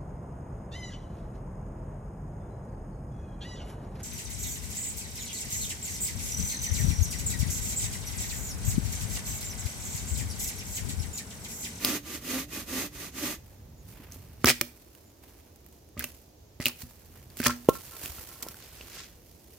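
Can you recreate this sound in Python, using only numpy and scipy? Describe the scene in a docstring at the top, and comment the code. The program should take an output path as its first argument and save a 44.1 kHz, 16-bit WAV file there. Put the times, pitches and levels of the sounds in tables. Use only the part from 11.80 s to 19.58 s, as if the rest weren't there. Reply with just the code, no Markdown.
"""Sawing and kicking a log apart

A long folding saw finishes a cut in a propped log in a bare wood: noise through blade resonances, and a tooth-rate hum.
A boot then kicks the log several times: force pulses excite its modes, while noise bursts snap and crackle tears.
The cut piece drops, knocks on another log and rolls, each bump ringing its modes. Boots shuffle in dry leaves,
made of coloured grains, over a quiet breeze of filtered noise and a far bird of gliding sines."""
import sys
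import numpy as np
from scipy import signal
from scipy.fft import rfft, irfft, next_fast_len
from scipy.io import wavfile
from scipy.ndimage import uniform_filter1d

SR = 44100
rng = np.random.default_rng(int(sys.argv[2]) if len(sys.argv) > 2 else 0)


def waveform_to_disk(signal):
    """Save audio, clipped to [-1, 1], as 16-bit WAV at the path in sys.argv[1]."""
    frames = np.transpose(np.atleast_2d(signal))
    scaled = np.clip(frames, -1, 1) * 32767
    samples = np.round(scaled).astype(np.int16)
    wavfile.write(sys.argv[1], SR, samples)


N = 343089  # samples

# Vibration modes of the log. Each row: frequency in Hz, relative level in dB, free ring time T60 in seconds.
LOG_MODES = [(77, 8.5, 0.23), (131, 10, 0.17), (201, 1.5, 0.08), (242.3, 3.5, 0.4), (343, -3.5, 0.18),
             (585, -8, 0.21), (1222, 2, 0.093), (2007, 0.5, 0.023)]
# Vibration modes of the cut piece. Each row: frequency in Hz, relative level in dB, free ring time T60 in seconds.
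PIECE_MODES = [(221, -11.5, 0.011), (510, 11.5, 0.014), (637, -3, 0.033), (975, -12, .09),
               (1074, 13.5, 0.091), (1348, 15, .1), (1484, -12, 0.016), (1740, -3, 0.08)]
# Likeness of near sounds at the two ports. Each row: frequency in Hz, left-right correlation (no unit).
NEAR_LIKENESS = [(100, 0.26), (300, 0.99), (700, 0.57), (1400, 0.68), (3000, 0.36), (6000, 0.052),
                 (12000, 0.051)]


def undb(db):
    """Amplitude ratio from decibels: the inverse of 20 log10."""
    return 10 ** (np.asarray(db) / 20)


def unit(x):
    """Normalise to unit root-mean-square, so that a later gain sets the level."""
    return x / np.sqrt(np.mean(x ** 2))


def read(curve):
    """Gain at every sample, by linear interpolation of a level curve in seconds and dB."""
    return undb(np.interp(np.arange(N) / SR, *np.transpose(curve)))


def on_log_axis(hz, table):
    """Interpolate a spectrum table along a logarithmic frequency axis."""
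    table_hz, values = np.transpose(table)
    return np.interp(np.log(hz + 1), np.log(table_hz), values)


def colour(x, table, size=2048):
    """Minimum-phase filter: folding the cepstrum of the gain (Hz, dB) makes its response causal."""
    gain = undb(on_log_axis(np.fft.rfftfreq(size, 1 / SR), table))
    cepstrum = irfft(np.log(gain))
    cepstrum[1:size // 2] *= 2
    cepstrum[size // 2 + 1:] = 0
    response = irfft(np.exp(rfft(cepstrum)))
    return signal.oaconvolve(x, np.atleast_2d(response), axes=-1)[:, :N]


def spread(pair, likeness):
    """Stereo coherence: two unrelated draws become mid and side, weighted by likeness in each band."""
    size = next_fast_len(N)
    c = np.clip(on_log_axis(np.fft.rfftfreq(size, 1 / SR), likeness), -.5, 1)
    mid, side = rfft(pair, size) * np.sqrt([(1 + c) / 2, (1 - c) / 2])
    return irfft([mid + side, mid - side], size)[:, :N]


def band(x, hz, width_hz):
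    """Second-order resonance: the bandwidth fixes the quality factor."""
    return signal.lfilter(*signal.iirpeak(hz, hz / width_hz, SR), x)


def walk(rate):
    """Band-limited random modulation: normal levels held for 1 / rate seconds, smoothed by two moving averages."""
    hold = int(SR / rate)
    levels = np.repeat(rng.standard_normal(N // hold + 1), hold)
    return uniform_filter1d(uniform_filter1d(levels, hold), hold)[:N]


def swell(s, db, rise_s, fall_s):
    """Exponential envelope: it climbs 20 dB in rise_s to its peak at s, then drops 20 dB in every fall_s."""
    t = np.arange(N) / SR - s
    return undb(db + 20 * np.minimum(t / max(rise_s, .001), -t / max(fall_s, .001)))


def crackle(rate, scatter_db, tail_ms):
    """Shot noise: random clicks of widely scattered size, each decaying as a short burst of noise."""
    sizes = undb(scatter_db * np.minimum(rng.exponential(size=N), 3.5))
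    clicks = (rng.random(N) < rate / SR) * sizes
    bursts = signal.lfilter([1], [1, -np.exp(-1000 / (tail_ms * SR))], clicks)
    return unit(bursts * rng.standard_normal((2, N)))


def rubble(events, grains, spectrum, split_hz, span_s=N / SR):
    """Summed grain impacts in one colour, where the band under the split has its own gain in each event."""
    sound = spread(colour(grains, spectrum), NEAR_LIKENESS)
    low = signal.sosfilt(signal.butter(2, split_hz, fs=SR, output="sos"), sound)
    # past its span an event drops 20 dB in every 25 ms
    gains = np.array([np.minimum(swell(*row[:4]), swell(row[0] + span_s, row[1], N, 0.025)) for row in events])
    dull = undb(np.array(events)[:, 4:])
    high_gain = np.linalg.norm(gains, axis=0)  # energies add
    low_gain = np.linalg.norm(gains * dull, axis=0)
    return high_gain * unit(sound - low) + low_gain * unit(low)


def struck(blows, modes, vary_db):
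    """Modal synthesis: a smooth force pulse excites damped sines; what stays in touch shortens the ring."""
    out, t = np.zeros(N + SR), np.arange(SR // 2) / SR
    hz, db, t60 = np.transpose(modes)[:, :, None]
    chances = rng.standard_normal((len(blows), len(modes), 1))
    for (s, peak_db, contact_ms, free), chance in zip(blows, chances):
        rings = np.sin(2 * np.pi * hz * t) * np.exp(-np.log(1000) * t / (t60 * max(free, .05)))
        ringing = (undb(db + vary_db * chance) * rings).sum(0)
        # the air hears the rate of change of a bell-shaped contact force
        x = 1000 * t[:SR // 40] / max(contact_ms, .03) - 2.5
        push = -x * np.exp(-x ** 2 / 2)
        sound = signal.oaconvolve(ringing, push)[:len(t)]
        start = int(s * SR)
        out[start:start + len(t)] += sound * undb(peak_db) / np.abs(sound).max()
    return out[:N]


def air():
    """Broadband wind noise: half-octave bands of far rustle flicker independently over a low rumble that gusts."""
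    # Rustle spectrum. Each row: frequency in Hz, relative density in dB per Hz.
    rustle = [(15, -47.5), (25, -19.5), (60, 1.5), (100, -5.5), (160, -14), (335, -10.5), (620, -16.5),
              (1400, -29.5), (2600, -30.5), (3700, -30.5), (6500, -28), (8500, -40), (13500, -31),
              (16000, -33.5)]
    # Gusts. Each row: time in seconds, level of the low rumble in dB.
    gusts = [(0.0, -49.5), (0.67, -49.5), (1.1, -51.5), (1.36, -50.5), (1.71, -50.5), (2.66, -49.5),
             (2.95, -61), (3.4, -73.5), (3.72, -61.5), (4.48, -64), (5.37, -53), (6.07, -56.5), (6.78, -59),
             (7.17, -54.5), (7.78, -63.5)]
    # Likeness of far sounds at the ports. Each row: frequency in Hz, left-right correlation (no unit).
    far_likeness = [(100, 0.98), (300, 0.77), (650, 0.24), (1400, 0), (7000, 0.073)]
    rustle_db = -56.5
    far = colour(rng.standard_normal((2, N)), rustle)
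    centres = 40 * 2 ** np.arange(0, 9, .5)
    bands = sum(undb(1.9 * walk(2.4)) * band(far, hz, hz / 1.9) for hz in centres)
    rumble = band(band(rng.standard_normal((2, N)), 60, 95.0), 63, 110)
    return spread(undb(rustle_db) * unit(bands) + read(gusts) * unit(rumble), far_likeness)


def blade_speed():
    """Reciprocating motion: the rasp gain follows a blade that leaves rest and returns to it in every stroke."""
    # Saw strokes, pull and push in turn. Each row: start in seconds, length in seconds, rasp level in dB.
    strokes = [(-.03, 0.24, -30.5), (0.219, 0.19, -38.5), (0.393, 0.27, -32.5), (0.67, 0.19, -38),
               (0.845, 0.25, -31.5), (1.101, 0.22, -40), (1.309, 0.27, -33)]
    speed_power, late_peak = 1.14, 1.18  # the fastest moment comes late
    t, gain = np.arange(N) / SR, 0
    for s, length, db in strokes:
        u = np.clip((t - s) / length, 0, 1) ** late_peak
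        gain = gain + undb(db) * np.abs(np.sin(np.pi * u)) ** speed_power
    return gain


def saw():
    """Resonant filtering of chip noise by the blade; on the pull, periodic tooth bites also make the log hum."""
    # Rasp spectrum. Each row: frequency in Hz, relative density in dB per Hz.
    rasp_spectrum = [(88, -23.5), (150, -9.5), (303, 1), (457, -11.5), (805, -15.5), (888, -16),
                     (1190, -14), (1720, -14.5), (1940, -13), (4000, -13.5), (5790, -13.5), (6640, -14),
                     (9440, -17), (14800, -13), (16000, -40)]
    # Blade resonances. Each row: frequency in Hz, width in Hz, relative level in dB.
    blade = [(570, 40, -12.5), (1182, 23, -4.5), (1950, 250, -13), (2480, 42, -8), (6410, 180, -9)]
    # Pulls that drive the log. Each row: hardest bite in seconds, hum level in dB, mean tooth rate there in Hz.
    pulls = [(0.093, -32.5, 264.5), (.552, -29.5, 261.4), (0.981, -32, 267.6), (1.44, -38.5, 282.8)]
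    bite_rise_s, bite_fall_s = 0.1, .1  # time to move 20 dB
    tooth_climb = .9  # share by which the tooth rate climbs per second of pull
    chips = rng.standard_normal((2, N)) + 0.16 * crackle(1200, 14.0, 1.0)
    ringing_blade = sum(3 * undb(db) * band(chips, hz, width) for hz, width, db in blade)
    rasp = colour(chips + ringing_blade, rasp_spectrum)
    rasp_gain = blade_speed()
    out = rasp_gain * undb(1.67 * walk(70.03)) * spread(unit(rasp), NEAR_LIKENESS)
    for s, hum_db, tooth_hz in pulls:
        hum_gain = swell(s, hum_db, bite_rise_s, bite_fall_s)
        climb = tooth_climb * np.clip(np.arange(N) / SR - s, -.2, .2)
        rate = tooth_hz * (1 + 0.02944 * walk(40.37) + climb)
        phase = np.cumsum(rate) / SR
        teeth = np.exp(1.84 * np.cos(2 * np.pi * phase)) * undb(6.1 * walk(60.4))
        bites = teeth + 3 * rng.standard_normal(N)
        # each bite also scrapes the blade into a puff of its middle modes
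        scrape = teeth * rng.standard_normal(N)
        puffs = unit(band(scrape, 1920, 250) + 2.0 * band(scrape, 2710, 270) + 0.62 * band(scrape, 1270, 120))
        out = out + 0.16 * np.sqrt(hum_gain * rasp_gain) * puffs
        out = out + hum_gain * unit(band(bites, 265, 150) + .25 * band(bites, 540, 200))
    return out


def snaps():
    """Impulsive radiation: each snap or crack is a tick, a short ring and a dying noise spray, and jolts the log."""
    # Fibres and twigs snap, and kicks and a knock add short woody cracks. Each row: start in seconds,
    # peak in dB before the brightening filter, ring frequency in Hz, decay time T60 in seconds,
    # spray level relative to the ring in dB.
    cracks = [(0.048, -5.5, 5060, 0.051, -4.5), (2.3215, -32, 6210, 0.071, -19),
              (2.645, -4, 1666, 0.012, -15.5), (2.658, -7, 5600, 0.03, -16.5),
              (2.6683, -16.5, 2030, 0.018, -17.5), (2.6752, -18.5, 2140, 0.044, -27.5),
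              (2.6812, -6.5, 1900, 0.019, -25.5), (2.6872, -4, 2400, 0.035, -19),
              (2.693, -4.5, 5000, 0.02, -10), (2.702, -6.5, 2000, 0.019, -10.5),
              (2.7103, -8, 3060, 0.071, -12.5), (2.812, -6.5, 2320, 0.013, -2),
              (3.1507, -36, 2800, 0.033, 6), (3.5275, -55, 8000, .02, -5), (3.7602, -40.5, 8000, 0.02, -2),
              (3.8638, -39.5, 12000, 0.03, -7), (3.887, -46, 1950, 0.03, -2),
              (3.9264, -46.5, 9000, 0.033, -8), (4.0892, -46.5, 9000, .02, -8),
              (4.1762, -33, 2000, 0.03, -35), (4.1938, -19, 12000, 0.015, -9),
              (4.1992, -26, 2100, 0.03, -17), (4.2082, -26, 1600, .03, -25),
              (4.2416, -13.5, 2700, 0.055, -11), (4.801, -32, 2060, 0.033, -31),
              (4.8096, -28, 2030, 0.02, -31), (4.857, -8, 2860, 0.022, -16.5),
              (4.8653, -9.5, 2530, 0.033, -18), (4.8831, -15, 2780, 0.025, 2),
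              (5.0186, -30, 4600, 0.061, -12), (5.502, -39.5, 4510, 0.03, -16),
              (5.571, -24, 2030, 0.03, 8.5), (5.6022, -19, 1517, 0.03, -22),
              (5.6168, -21.5, 1806, 0.03, -9.5), (5.6304, -20, 1600, 0.09, -37),
              (5.64, -16, 3200, .05, -5.5), (5.6602, -10, 1700, 0.015, -26),
              (5.6637, -10, 2000, 0.025, -30.5), (5.669, -6, 6000, .025, -10.5),
              (5.709, -20.5, 1664, 0.067, -40.5), (5.8877, -19, 2920, 0.036, -9.5),
              (5.894, -12.5, 6640, 0.042, 3), (6.08, -38, 4770, 0.015, -1),
              (6.2592, -19.5, 2680, 0.018, -6), (6.555, -38, 6000, .04, -5),
              (6.6256, -21.5, 6900, 0.04, -15), (6.6707, -34, 5000, .09, 0), (6.686, -25, 5600, 0.03, -8),
              (6.7436, -34, 1500, .02, -23), (7.0992, -37, 8000, .03, -5), (7.011, -33.5, 2720, 0.09, -39)]
    jolt_db = -21.5  # relative to the crack's peak
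    out, t = np.zeros((2, N + SR)), np.arange(SR // 8) / SR
    for s, peak_db, hz, t60, spray_db in cracks:
        fade = np.exp(-t / .0007) + .3 * np.exp(-np.log(1000) * t / max(t60, .003))
        burst = rng.standard_normal((2, len(t))) * fade
        burst[0, :3] -= 2.5  # the tick, on the mid signal
        sound = undb(spray_db) * burst + 1.19 * band(burst, hz, 0.098 * hz)
        start = int(s * SR)
        out[:, start:start + len(t)] += sound * undb(peak_db) / np.abs(sound).max()
    jolts = struck([(s, peak_db + jolt_db, .25, .4) for s, peak_db, *_ in cracks], LOG_MODES, 3)
    bright = colour(out[:, :N], [(300, -13), (1500, -2.5), (3000, 1.5), (8000, 1.0), (15000, 8.5)])
    return jolts + spread(bright, NEAR_LIKENESS)


def leaves():
    """Granular friction: boots and rolling wood stir dry leaves into dense fine grains and sparse coarse ones."""
    # Stirrings. Each row: peak in seconds, level in dB, rise and fall in seconds per 20 dB, dullness (low band) in dB.
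    stirs = [(1.7, -61.5, 0.37, 0.43, -3.5), (2.098, -52, 0.11, 0.16, -12), (2.2, -58, 0.2, 0.41, 3),
             (2.326, -51, .03, 0.23, -10), (2.62, -60, 0.45, 0.15, -1.5), (2.76, -55, .05, 1, -8.5),
             (3.158, -69, 0.2, .12, 1), (3.43, -58, 0.038, 0.7, -3), (3.936, -64, .1, 0.37, -15),
             (4.27, -51, 0.071, .25, -8), (4.9, -50, 0.061, 0.047, 3), (5.024, -44.5, 0.087, 0.037, -10.5),
             (5.06, -57, .1, 1., -7), (5.358, -55.5, 0.066, 0.16, -1.5), (5.498, -60, .01, .5, 0),
             (5.575, -40.5, 0.016, .2, -18), (5.72, -54, .05, 0.092, 4), (5.85, -57.5, 0.011, 0.088, -3),
             (5.943, -44.5, 0.035, 0.23, -10), (6.189, -61.5, 0.14, .2, -49),
             (6.253, -37.5, 0.13, 0.052, -8), (6.4, -43.5, 1, .5, -7.5), (6.629, -32.5, 0.0063, 0.017, -17),
             (6.68, -50, .1, 1, -5.5), (7.15, -49, 0.61, 0.24, -4.5), (7.459, -60, 0.034, 1., -35),
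             (7.705, -56, .065, 0.27, -10.5)]
    # Leaf spectrum. Each row: frequency in Hz, relative density in dB per Hz.
    leaf_spectrum = [(180, -41), (300, 0.5), (656, -2), (1010, -3.5), (1250, -5), (2740, -2.5),
                     (3760, -4.5), (4300, -1.5), (9240, -3), (15000, 2), (16000, -17.5)]
    grains = crackle(2500, 1.1, 1.0) + 0.65 * crackle(130, 3.2, 4.0)
    return rubble(stirs, grains, leaf_spectrum, 3000)


def bird():
    """Frequency modulation: thin whistles glide and tremble slightly in pitch."""
    # Chirps of a small far bird. Each row: start in seconds, length in seconds,
    # start, middle and end pitch in Hz before the tremble, level in dB.
    chirps = [(1.958, 0.074, 7150, 6840, 6500, -64.5), (3.237, 0.084, 6860, 7170, 6770, -66)]
    out, t = np.zeros(N), np.arange(N) / SR
    for s, length, *hz, db in chirps:
        u = np.clip((t - s) / length, 0, 1)
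        pitch = np.interp(u, [0, .5, 1], hz) * (1 + 0.0158 * walk(270))
        out += undb(db) * np.sin(np.pi * u) * np.sin(2 * np.pi * np.cumsum(pitch) / SR)
    return out


def steps():
    """Damped impact: each footfall pushes soft ground into a few low modes."""
    # Footfalls. Each row: start in seconds, peak in dB, contact time scale in ms, share of the free ring time (no unit).
    footfalls = [(2.199, -39, 0.68, 0.68), (2.36, -39.5, 0.12, 0.87), (3.888, -50, 0.44, 0.72),
                 (5.299, -44, 1.24, 1), (6.235, -36, 1.1, 0.28), (6.293, -37.5, 2.2, 0.98),
                 (6.384, -39, 1.6, 0.81), (6.698, -39, 1.1, 0.21)]
    # Ground modes. Each row: frequency in Hz, relative level in dB, free ring time T60 in seconds.
    ground = [(77, -1.5, 0.098), (126, -5, 0.02), (262, -1, 0.05)]
    return struck(footfalls, ground, 3.4)


def kicks():
    """Impulsive excitation: the boot's blows ring the modes of the log, with the opposite polarity to the knocks."""
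    # Boot on the log. Each row: start in seconds, peak in dB, contact time scale in ms,
    # share of the free ring time (no unit).
    boot = [(2.6437, -3.5, 0.12, 0.086), (2.6515, -20, 0.26, 0.3), (2.812, -22.5, 0.22, 0.52),
            (4.1685, -33, 0.23, 0.37), (4.177, -32, 0.99, 0.73), (4.8, -23, 0.35, 0.16),
            (4.863, -46, 0.39, 0.71), (5.032, -34, 1, 0.4), (5.601, -21.5, 0.34, 0.16),
            (5.663, -18.5, 0.18, 1)]
    return -struck(boot, LOG_MODES, 3.6)


def tearing():
    """Progressive fracture: the uncut strip of wood tears in a rapid crackle after each kick."""
    # Tears. Each row: peak in seconds, level in dB, rise and fall in seconds per 20 dB, dullness (low band) in dB.
    tears = [(2.66, -17, 0.0053, 0.19, -1.5), (2.692, -25.5, 0.043, .04, -10),
             (2.813, -13.5, .001, 0.0062, -4.5), (4.2, -41, 0.028, 0.27, 0.5),
             (4.243, -42, 0.042, 0.032, -1.5), (4.803, -40, 0.0018, .4, -2.5),
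             (4.866, -26.5, 0.026, 0.033, -16), (5.652, -32, 0.061, 0.075, -4.5),
             (5.67, -23.5, 0.037, .045, -5.5)]
    # Tear spectrum. Each row: frequency in Hz, relative density in dB per Hz.
    tear_spectrum = [(180, -40.5), (300, -9), (634, -11), (1120, -18.5), (1250, -5.5), (1410, -15),
                     (1780, -7.5), (2400, -3), (3700, -6), (4750, 0), (8220, -7), (14500, -14),
                     (16000, -15)]
    give_way_s = 0.038  # the strip has given way this long after a peak
    return rubble(tears, crackle(1500, 5.2, 1.0), tear_spectrum, 2603, give_way_s)


def knocks():
    """Collision of solids: the cut piece strikes wood and rings in its own modes."""
    # Strikes. Each row: start in seconds, peak in dB, contact time scale in ms, share of the free ring time (no unit).
    strikes = [(5.630, -40, 0.053, 0.67), (5.664, -12, 0.047, 0.26), (5.678, -25, 0.094, 0.53),
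               (5.696, -19, 0.13, 0.64), (5.8878, -2, 0.42, 1), (5.952, -34.5, 0.066, 0.65),
               (5.963, -41, 0.048, 0.98), (6.117, -47, 0.13, .9), (6.131, -45, 0.086, .9),
               (6.146, -45, 0.1, 1), (6.383, -39, .15, 0.44), (6.494, -46, 0.045, .6),
               (6.515, -48, 0.065, 1), (6.557, -47, 0.081, .6), (6.677, -43.5, 0.08, 0.9),
               (7.008, -40.5, 0.36, 0.59), (7.169, -45, 0.23, .8), (7.2, -44, 0.22, 0.78)]
    return struck(strikes, PIECE_MODES, 1.4)


def rolling(count=30):
    """Random impact series: the cut piece bumps over roots and twigs in small damped knocks."""
    first_s, last_s = 6.6, 6.7
    weakest_db, scatter_db, contact_ms = -58.5, 7, 0.18  # contact is scaled by 0.3 to 2.3
    when, size, soft = rng.random((count, 3)).T
    s = first_s + when * (last_s - first_s)
    peak_db = weakest_db - scatter_db * np.log(size)
    bumps = np.transpose([s, peak_db, contact_ms * (.3 + 2 * soft), np.full(count, 0.3)])
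    return struck(bumps, PIECE_MODES, 5)


def scuff():
    """Band-limited friction: a boot drags through damp litter in soft grains, without the dry top of leaves."""
    # Drags. Each row: peak in seconds, level in dB, rise and fall in seconds per 20 dB.
    drags = [(6.82, -51.5, .06, 0.16), (7.022, -55.5, 0.16, 0.047), (7.191, -42.5, 0.13, .12)]
    grains = crackle(3000, 1.7, 1.0)
    sound = signal.sosfilt(signal.butter(3, [1500, 7200], "band", fs=SR, output="sos"), grains)
    return sum(swell(*row) for row in drags) * spread(unit(sound), NEAR_LIKENESS)


def trees(near):
    """Diffuse scattering: trunks return a thin tail, modelled by convolution with decaying coloured noise."""
    echo_db, t60_s, gap_s = -16, 0.29, .008
    t = np.arange(SR // 2) / SR
    tail = rng.standard_normal((2, len(t))) * np.exp(-np.log(1000) * t / t60_s) * (t > gap_s)
    tail = colour(tail, [(100, -11.0), (450, -21), (1500, -11), (4000, -9.5), (12000, -11.5)])
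    echo = signal.oaconvolve(near, tail / np.linalg.norm(tail[0]), axes=-1)[:, :N]
    return undb(echo_db) * echo


def scene():
    """Superposition: all sources add, and the saw, wood and footfalls also feed the echo."""
    near = saw() + snaps() + steps() + kicks() + tearing() + knocks() + rolling()
    return near + trees(near) + air() + leaves() + bird() + scuff()


def record(dry):
    """Transduction: the ports differ in gain and lose deep bass, saturation rounds peaks and the top is cut."""
    # Port mismatch. Each row: frequency in Hz, left minus right gain in dB.
    mismatch = [(60, -2.5), (110, -1), (200, -2), (380, -1.5), (700, -2.0), (1290, -1), (2380, -1.5),
                (4400, 0), (8120, -4), (15000, -5.5)]
    bottom_hz, top_hz = 45, 15900
    hz, db = np.transpose(mismatch)
    left = colour(dry[[0]], np.transpose([hz, db / 2]))
    right = colour(dry[[1]], np.transpose([hz, -db / 2]))
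    ports = np.vstack([left, right])
    ports = signal.sosfilt(signal.butter(2, bottom_hz, "high", fs=SR, output="sos"), ports)
    rounded = np.tanh(0.72 * ports) / 0.68
    return signal.sosfilt(signal.ellip(10, .2, 70, top_hz, fs=SR, output="sos"), rounded)


dry = scene()
out = record(dry)
waveform_to_disk(out)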